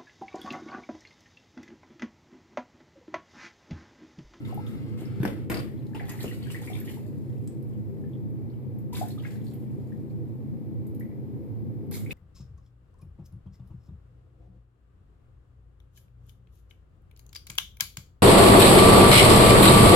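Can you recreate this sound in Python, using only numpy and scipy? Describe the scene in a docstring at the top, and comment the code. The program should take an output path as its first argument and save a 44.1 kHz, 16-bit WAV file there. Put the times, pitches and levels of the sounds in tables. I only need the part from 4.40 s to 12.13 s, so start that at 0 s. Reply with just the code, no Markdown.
"""Rinsing a razor in a small tiled bathroom

An extractor fan drones in the room's standing waves: noise through narrow resonances, under a thin air rush.
A thin tap hisses until it is shut; a razor is knocked on the basin, rings and bounces: noise bursts and
damped sines. Water sloshes and splashes in the sink, bubbles plop and drops tick: noise and sines of climbing
pitch. All but the fan get a short bright echo of noise; two microphones at the ends of a phone hear it."""
import sys
import numpy as np
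from scipy import signal
from scipy.fft import rfft, irfft, next_fast_len
from scipy.io import wavfile
from scipy.ndimage import map_coordinates

SR = 44100
rng = np.random.default_rng(int(sys.argv[2]) if len(sys.argv) > 2 else 0)


def unload_audio(sound):
    """Save the sound as a 16-bit wav file, at the path given as the first command line argument."""
    columns = np.transpose(np.atleast_2d(sound))
    # keep every value between -1 and 1, then stretch to whole-number steps
    steps = np.round(np.clip(columns, -1, 1) * 32767)
    wavfile.write(sys.argv[1], SR, steps.astype(np.int16))


def decibels_to_gain(level_db):
    """Convert a level in decibels to a linear amplitude gain (20 dB per decade)."""
    exponent = np.asarray(level_db, float) / 20
    return 10 ** exponent


N = 340893


def unit(x):
    """Scaled to rms 1."""
    return x / np.sqrt(np.mean(x ** 2) + 1e-20)


def along(points, hz):
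    """(Hz, value) points read on a log frequency axis."""
    f, v = np.transpose(points)
    return np.interp(np.log(hz + 1), np.log(f + 1), v)


def wobble(rate):
    """A smooth random curve, rate knots a second."""
    knots = rng.standard_normal(int(N * rate / SR) + 4)
    return map_coordinates(knots, [np.arange(N) * rate / SR])


def filtered(x, response):
    """x through a complex response of frequency."""
    m = next_fast_len(N + SR // 2)
    return irfft(rfft(x, m) * response(np.fft.rfftfreq(m, 1 / SR)), m)[..., :N]


def resonance(f, hz, width_hz):
    """Causal response of one resonance, 1 at its top."""
    return 1j * f * width_hz / (hz * hz - f * f + 1j * f * width_hz)


def stereo(pair):
    """Two unrelated noises mixed to the likeness of the two microphones: the lower the pitch, the more alike."""
    # correlation between the microphones: f/Hz, likeness (1 = same, negative = opposed)
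    likeness = [(40, 0.97), (100, 1), (300, 0.83), (500, 0.51), (750, -0.14), (1200, -0.13), (2000, -0.069)]

    def mid_side_gains(f):
        angle = np.arccos(np.clip(along(likeness, f), -1, 1)) / 2
        return np.array([np.cos(angle), np.sin(angle)])

    mid, side = filtered(pair, mid_side_gains)
    return np.array([mid + side, mid - side])


def bubbles(s, db, hz, cycles, rise):
    """Damped sines whose pitch climbs as each bubble nears the surface."""
    t = np.arange(SR // 25) / SR
    age = t * (hz / cycles)[:, None]  # in decay times, each of this many cycles
    cycles = np.reshape(cycles, (-1, 1))
    phase = 2 * np.pi * cycles * (age + rise * age ** 2 / 2)
    envelope = np.exp(-age) * (1 - np.exp(-age * cycles * 0.89))
    rows = decibels_to_gain(db)[:, None] * envelope * np.sin(phase)
    at = np.round(s * SR).astype(int)[:, None] + np.arange(len(t))
    return np.bincount(at.ravel(), rows.ravel(), N + SR)[:N]


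def fan():
    """Turbulent air drives each standing wave on its own; a low rumble lies below, a thin rush and hiss above."""
    # standing waves: f/Hz, width/Hz, left level/dB, right level/dB, polarity of the right microphone
    room_modes = [(95.2, 26.4, -42, -77, 1), (108.3, 10.2, -45, -34, -1), (130, 13.4, -43, -40.5, 1),
                  (172.8, 11.2, -40, -43, -1), (199, 13.7, -41, -44.5, -1), (220, 13.1, -44, -64.5, 1),
                  (251, 22.5, -62, -48, 1), (287.9, 40.3, -51.5, -45.5, 1), (330.8, 17.5, -48.5, -50, 1),
                  (392.7, 15, -51.5, -55.5, 1), (437.7, 22.4, -69, -54, 1), (481.6, 11.9, -57, -59.5, 1),
                  (514.6, 59, -57.5, -63, 1)]
    # air rush and hiss: f/Hz, relative level/dB per Hz
    air_spectrum = [(330, -56), (560, -3.5), (809, -5), (878, -7), (1030, -13), (1410, -23), (2250, -19.5),
                    (2680, -27.5), (5750, -32.5), (9640, -37.5), (12100, -27.5), (14500, -29)]
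    drone = np.zeros((2, N))
    for hz, width_hz, left_db, right_db, sign in room_modes:
        mode = lambda f: resonance(f, hz, width_hz) * resonance(f, hz, 3 * width_hz)
        wave = unit(filtered(rng.standard_normal(N), mode))
        drone += decibels_to_gain([[left_db], [right_db]]) * [[1], [np.sign(sign)]] * wave
    rumble = unit(filtered(rng.standard_normal(N), lambda f: resonance(f, 30, 50) ** 2))
    air = filtered(rng.standard_normal((2, N)), lambda f: decibels_to_gain(along(air_spectrum, f)))
    air_level = decibels_to_gain(-61 + 0.43 * wobble(3.28))
    return drone + decibels_to_gain(-51.0) * rumble + air_level * unit(stereo(air))


def tap():
    """The thin stream hisses in the resonances of spout and basin until the tap is shut."""
    # resonances of spout and basin: f/Hz, width/Hz, relative level/dB
    spout_modes = [(1300, 126, 6.5), (2150, 360, -1), (2750, 190, 1), (3400, 2500, -8), (860, 75, 3)]
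    level_db, shut_s = -64, 1.05

    def spout(f):
        total = 0
        for k, (hz, width_hz, db) in enumerate(sorted(spout_modes)):
            total = total + (-1) ** k * decibels_to_gain(db) * resonance(f, hz, width_hz)  # neighbours alternate in sign
        return total

    turbulence = rng.standard_normal(N) * decibels_to_gain(1.7 * wobble(58.7))
    stream = unit(filtered(turbulence, spout))
    waver = decibels_to_gain(1.5 * wobble(6))
    return decibels_to_gain(level_db) * waver * stream * (np.arange(N) / SR < shut_s)


def splashes(s, hold_s, db, fall_db_per_s):
    """Level curve: each splash rises fast, holds, falls away and leaves a trickle; their powers add."""
    rise_s, trickle_db, trickle_fall_db_per_s = 0.0024, -23, 10.5
    hop = 32  # samples between points of the curve
    age = np.arange(0, N + hop, hop) / SR - s[:, None]
    over = np.maximum(age - hold_s[:, None], 0)
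    shape = decibels_to_gain(-fall_db_per_s * over) + decibels_to_gain(trickle_db - trickle_fall_db_per_s * over)
    gain = decibels_to_gain(db)[:, None] * np.clip(age / rise_s, 0, 1) * shape
    return np.interp(np.arange(N) / hop, np.arange(gain.shape[1]), np.linalg.norm(gain, axis=0))


def water():
    """Slosh is noise full of random bubbles, spray is hiss made of tiny impacts; both come in quick gushes."""
    # splashes of the rinsing hand and water shaken off the razor:
    # t/s, hold/s, slosh level/dB, spray level/dB
    splash_list = [(0.045, 0.053, -60, -67.5), (0.262, 0.028, -81, -61.5), (0.572, 0.052, -57, -62),
                   (1.105, 0.017, -45, -51.5), (1.544, 0.0095, -48.5, -56), (1.65, 0.018, -62, -63),
                   (1.68, 0.018, -51.5, -54), (1.767, 0.024, -68, -57), (1.796, 0.035, -51, -48),
                   (1.904, 0.024, -59, -58), (1.98, 0.093, -61.5, -64), (2.096, 0.049, -54.5, -53.5),
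                   (2.212, 0.15, -58.5, -57), (2.334, 0.035, -56.5, -54.5), (2.446, 0.028, -56.5, -62),
                   (2.482, 0.0088, -56.5, -50.5), (4.524, 0.052, -53, -52), (4.547, 0.042, -58, -49.5),
                   (4.68, 0.021, -64, -59), (4.822, 0.047, -62, -60.5), (4.904, 0.014, -58.5, -61.5),
                   (5.038, 0.065, -73, -66), (7.512, 0.013, -54, -51), (7.533, 0.011, -60, -47),
                   (7.694, 0.037, -64, -53.5)]
    # spectrum of the wash: f/Hz, relative level/dB per Hz
    slosh_spectrum = [(350, -23), (600, -13), (721, 8), (1170, -2.5), (1680, -13), (1850, 4.5), (6000, -43),
                      (7800, -51), (13200, -120)]
    # spectrum of the spray: f/Hz, relative level/dB per Hz
    spray_spectrum = [(2500, -24), (3500, -2.5), (5570, -3.5), (6770, -0.5), (10000, -4.5), (12300, 0),
                      (14500, -4)]
    s, hold_s, slosh_db, spray_db = np.transpose(splash_list)

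    count = 5000
    when = rng.random(count) * N / SR
    size = rng.exponential(1, count)
    pitch = rng.standard_normal(count)
    fizz = unit(bubbles(when, 3.3 * size, 2300 * np.exp(.45 * pitch), cycles=4.5, rise=.1))
    wash = unit(filtered(rng.standard_normal(N), lambda f: decibels_to_gain(along(slosh_spectrum, f))))
    gushes = decibels_to_gain(2.8 * wobble(60))
    slosh = unit(gushes * (0.5 * wash + 0.96 * fizz))

    impacts = rng.standard_normal(N) * decibels_to_gain(5 * wobble(400) + 1.5 * wobble(50))
    spray = unit(filtered(impacts, lambda f: decibels_to_gain(along(spray_spectrum, f))))
    slosh_level = splashes(s, hold_s, slosh_db, fall_db_per_s=182)
    spray_level = splashes(s, hold_s, spray_db, fall_db_per_s=265)
    return slosh_level * slosh + spray_level * spray


def drops():
    """A drop's bubble rings and a second one follows; spatters are short puffs of noise around their pitch."""
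    # single bubbles and drips: t/s, level/dB, f/Hz
    plops = [(.0508, -41, 3430), (.085, -44, 1005), (.105, -43, 1020), (.125, -38, 725), (.175, -32.5, 780),
             (0.2665, -39.5, 3270), (1.534, -47, 1700), (1.548, -32, 843), (1.549, -35.5, 2640),
             (1.597, -31.5, 1820), (1.608, -32, 740), (1.632, -42, 1600), (1.738, -39.5, 813),
             (1.79, -35.5, 1900), (1.828, -41, 2150), (1.879, -34.5, 2730), (1.912, -40, 1860),
             (2.068, -43.5, 1530), (2.102, -34, 2750), (2.145, -30, 1820), (2.217, -44, 815),
             (2.274, -32, 2140), (2.299, -37, 703), (2.3321, -33.5, 3290), (2.352, -37, 2200),
             (2.415, -45.5, 1685), (2.477, -37, 2020), (2.4838, -38, 2900), (2.57, -43, 867),
             (3.6388, -54.5, 1670), (3.7334, -51.5, 3200), (4.1011, -54, 4000), (4.527, -40.5, 905),
             (4.5523, -29, 3550), (4.569, -39.5, 2100), (4.612, -23.5, 687), (4.7057, -37.5, 3900),
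             (4.777, -46.5, 1210), (4.784, -42, 3400), (4.797, -42.5, 3000), (4.849, -36.5, 2070),
             (4.849, -37, 1560), (5.0678, -42, 4100), (5.521, -51, 1700), (5.7005, -58, 3900),
             (6.609, -42, 1880), (6.715, -55.5, 1920), (7.541, -38, 2060), (7.662, -38, 2190),
             (7.708, -33, 3300), (7.708, -24.5, 2420)]
    # small bright spatters: t/s, level/dB, f/Hz
    ticks = [(0.144, -47.5, 12300), (1.467, -55, 4470), (1.694, -36, 6460), (1.717, -43, 12400),
             (2.1169, -40, 8400), (2.4014, -43, 12100), (3.075, -46.5, 8100), (3.225, -54.5, 12900),
             (4.387, -52, 12400), (5.135, -46.5, 12700), (6.468, -52.5, 11900), (6.547, -51, 12500),
             (6.5975, -48.5, 12200), (7.512, -38.5, 12300)]
    second_db, latest_s = -7, .018  # the bubble that follows each plop
    s, db, hz = np.transpose(plops)
    late, higher = rng.random((len(s), 2)).T
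    ring = bubbles(s, db, hz, cycles=5.5 * np.minimum(1, 2400 / hz), rise=0.05)
    second_hz = hz * (0.95 + 0.2 * higher)
    second = bubbles(s + latest_s * late, db + second_db, second_hz, cycles=4.5, rise=0.08)
    sound = np.pad(ring + second, (0, SR))

    t = np.arange(SR // 20) / SR
    f = np.fft.rfftfreq(len(t), 1 / SR)
    for s, db, hz in ticks:
        colour = 0.11 + resonance(f, hz, 0.093 * hz)
        puff = irfft(rfft(rng.standard_normal(len(t))) * colour, len(t))
        sound[round(s * SR):][:len(t)] += decibels_to_gain(db - 60 * t / 0.017) * unit(puff)  # 60 dB down in 17 ms
    return sound[:N]


def razor():
    """Each blow cracks on the ceramic and leaves loose parts rattling; returns these and the blows' duller body."""
    # blows on the basin: t/s, crack level/dB, rattle level/dB, thud level/dB, thud f/Hz
    knocks = [(0.619, -40, -56, -33, 310), (0.802, -33, -46, -16.5, 130), (.832, -13.5, -64, -19, 303),
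              (0.852, -7, -38, -17.5, 240), (1.0994, -7, -27.5, -19.5, 272), (1.1437, -17, -42, -29, 250),
              (1.843, -27, -54, -20, 365), (1.862, -45, -73, -29, 330)]
    # the razor head bounces to rest: t/s, level/dB
    bounces = [(1.1438, -26), (1.1722, -29), (1.192, -32)]
    # a hard blow sets the blade ringing: t/s, level/dB, f/Hz, t60/s
    blade = (1.102, -50, 13362, 0.5)
    # ceramic clack: f/Hz, gain/dB
    basin_spectrum = [(290, 8), (500, 8.5), (997, -3), (1850, -8.5), (2050, -6), (2600, -9.5),
                      (5970, -19.5), (13700, -20.5), (14500, -34)]
    clack, body = np.zeros((2, N + SR))
    t = np.arange(SR // 2) / SR
    chatter = decibels_to_gain(5 * wobble(250))
    for s, crack_db, rattle_db, thud_db, hz in knocks:
        at = round(s * SR)
        crack = decibels_to_gain(crack_db - 60 * t / .003)
        rattle = decibels_to_gain(rattle_db - 60 * (t / 0.29) ** 1.46) * chatter[at:at + len(t)]  # settles ever faster
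        clack[at:][:len(t)] += (crack + rattle) * rng.standard_normal(len(t))
        envelope = np.exp(-t * hz / 0.98) * (1 - np.exp(-t / 0.00011))
        thud = decibels_to_gain(thud_db) * envelope * np.sin(2 * np.pi * hz * t)  # the counter booms
        body[at:][:len(t)] += thud
    for s, db in bounces:
        body[round(s * SR):][:len(t)] += decibels_to_gain(db - 60 * t / .005) * np.sin(2 * np.pi * 4700 * t)
    s, db, hz, t60 = blade
    body[round(s * SR):][:len(t)] += decibels_to_gain(db - 60 * t / t60) * np.sin(2 * np.pi * hz * t)
    return filtered(clack[:N], lambda f: decibels_to_gain(along(basin_spectrum, f))), body[:N]


def tiles(x, wet_db, bowl_db):
    """Direct sound, the bowl's quick answer and the tiles' echo; sources move, so each piece gets a new tail."""
    # echo of the tiled room: f/Hz, t60/s
    tile_decay = [(150, 0.54), (400, 0.78), (700, 0.2), (2000, 0.42), (5000, 0.28), (12000, 0.36)]
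    bowl_t60_s = 0.041
    step, gap = SR // 5, 40  # samples: length of a piece, delay of the echo
    out = np.zeros((2, N + SR))
    for at in range(0, N, step):
        piece = x[at:at + step]
        if not piece.any():
            continue
        hz, t, z = signal.stft(rng.standard_normal((2, SR // 2)), SR, nperseg=256)
        decay = decibels_to_gain(-60 * t / along(tile_decay, hz)[:, None]) + decibels_to_gain(bowl_db - 60 * t / bowl_t60_s)
        tail = signal.istft(z * decay, SR, nperseg=256)[1]
        echo = signal.fftconvolve(piece[None], tail / np.linalg.norm(tail[0]), axes=1)
        out[:, at + gap:at + gap + echo.shape[1]] += echo
    # the path to the right microphone wanders by a few samples
    right = map_coordinates(x, [np.arange(N) - 3 * wobble(2)], order=3)
    return np.array([x, right]) + decibels_to_gain(wet_db) * stereo(out[:, :N])


def scene():
    """Water splashes deep in the bowl, the razor strikes its rim; both sound in the tiled room, over the fan."""
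    clack, body = razor()
    wet = tiles(tap() + water(), wet_db=2.5, bowl_db=-1)
    wet = wet + tiles(drops(), wet_db=3.5, bowl_db=5)
    rim = tiles(clack, wet_db=3.5, bowl_db=9.0) + tiles(body, wet_db=2.0, bowl_db=7.0)
    return wet + rim + fan()


def band_limit(x):
    """A steep low-pass at the top of the band."""
    return signal.sosfilt(signal.butter(12, 15480, fs=SR, output="sos"), x)


def record(dry):
    """The phone body shades each microphone by pitch, the ports dip near 6 kHz and both ends are cut."""
    # balance of the microphones: f/Hz, left minus right/dB
    balance = [(560, 1), (940, 5), (1880, 4.5), (3750, 0), (7470, 1.5), (10500, 1), (12500, -5.5)]

    def microphones(f):
        shading = decibels_to_gain(along(balance, f) * np.array([[.5], [-.5]]))
        port = 1 - 0.67 * resonance(f, 6160, 920)
        top_cut = 1 + (f / 14550) ** 200
        low_cut = 1 + (55 / (f + 1)) ** 3
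        return shading * port / top_cut / low_cut

    mix = filtered(dry, microphones)
    return band_limit(mix)


dry = scene()
out = record(dry)
unload_audio(out)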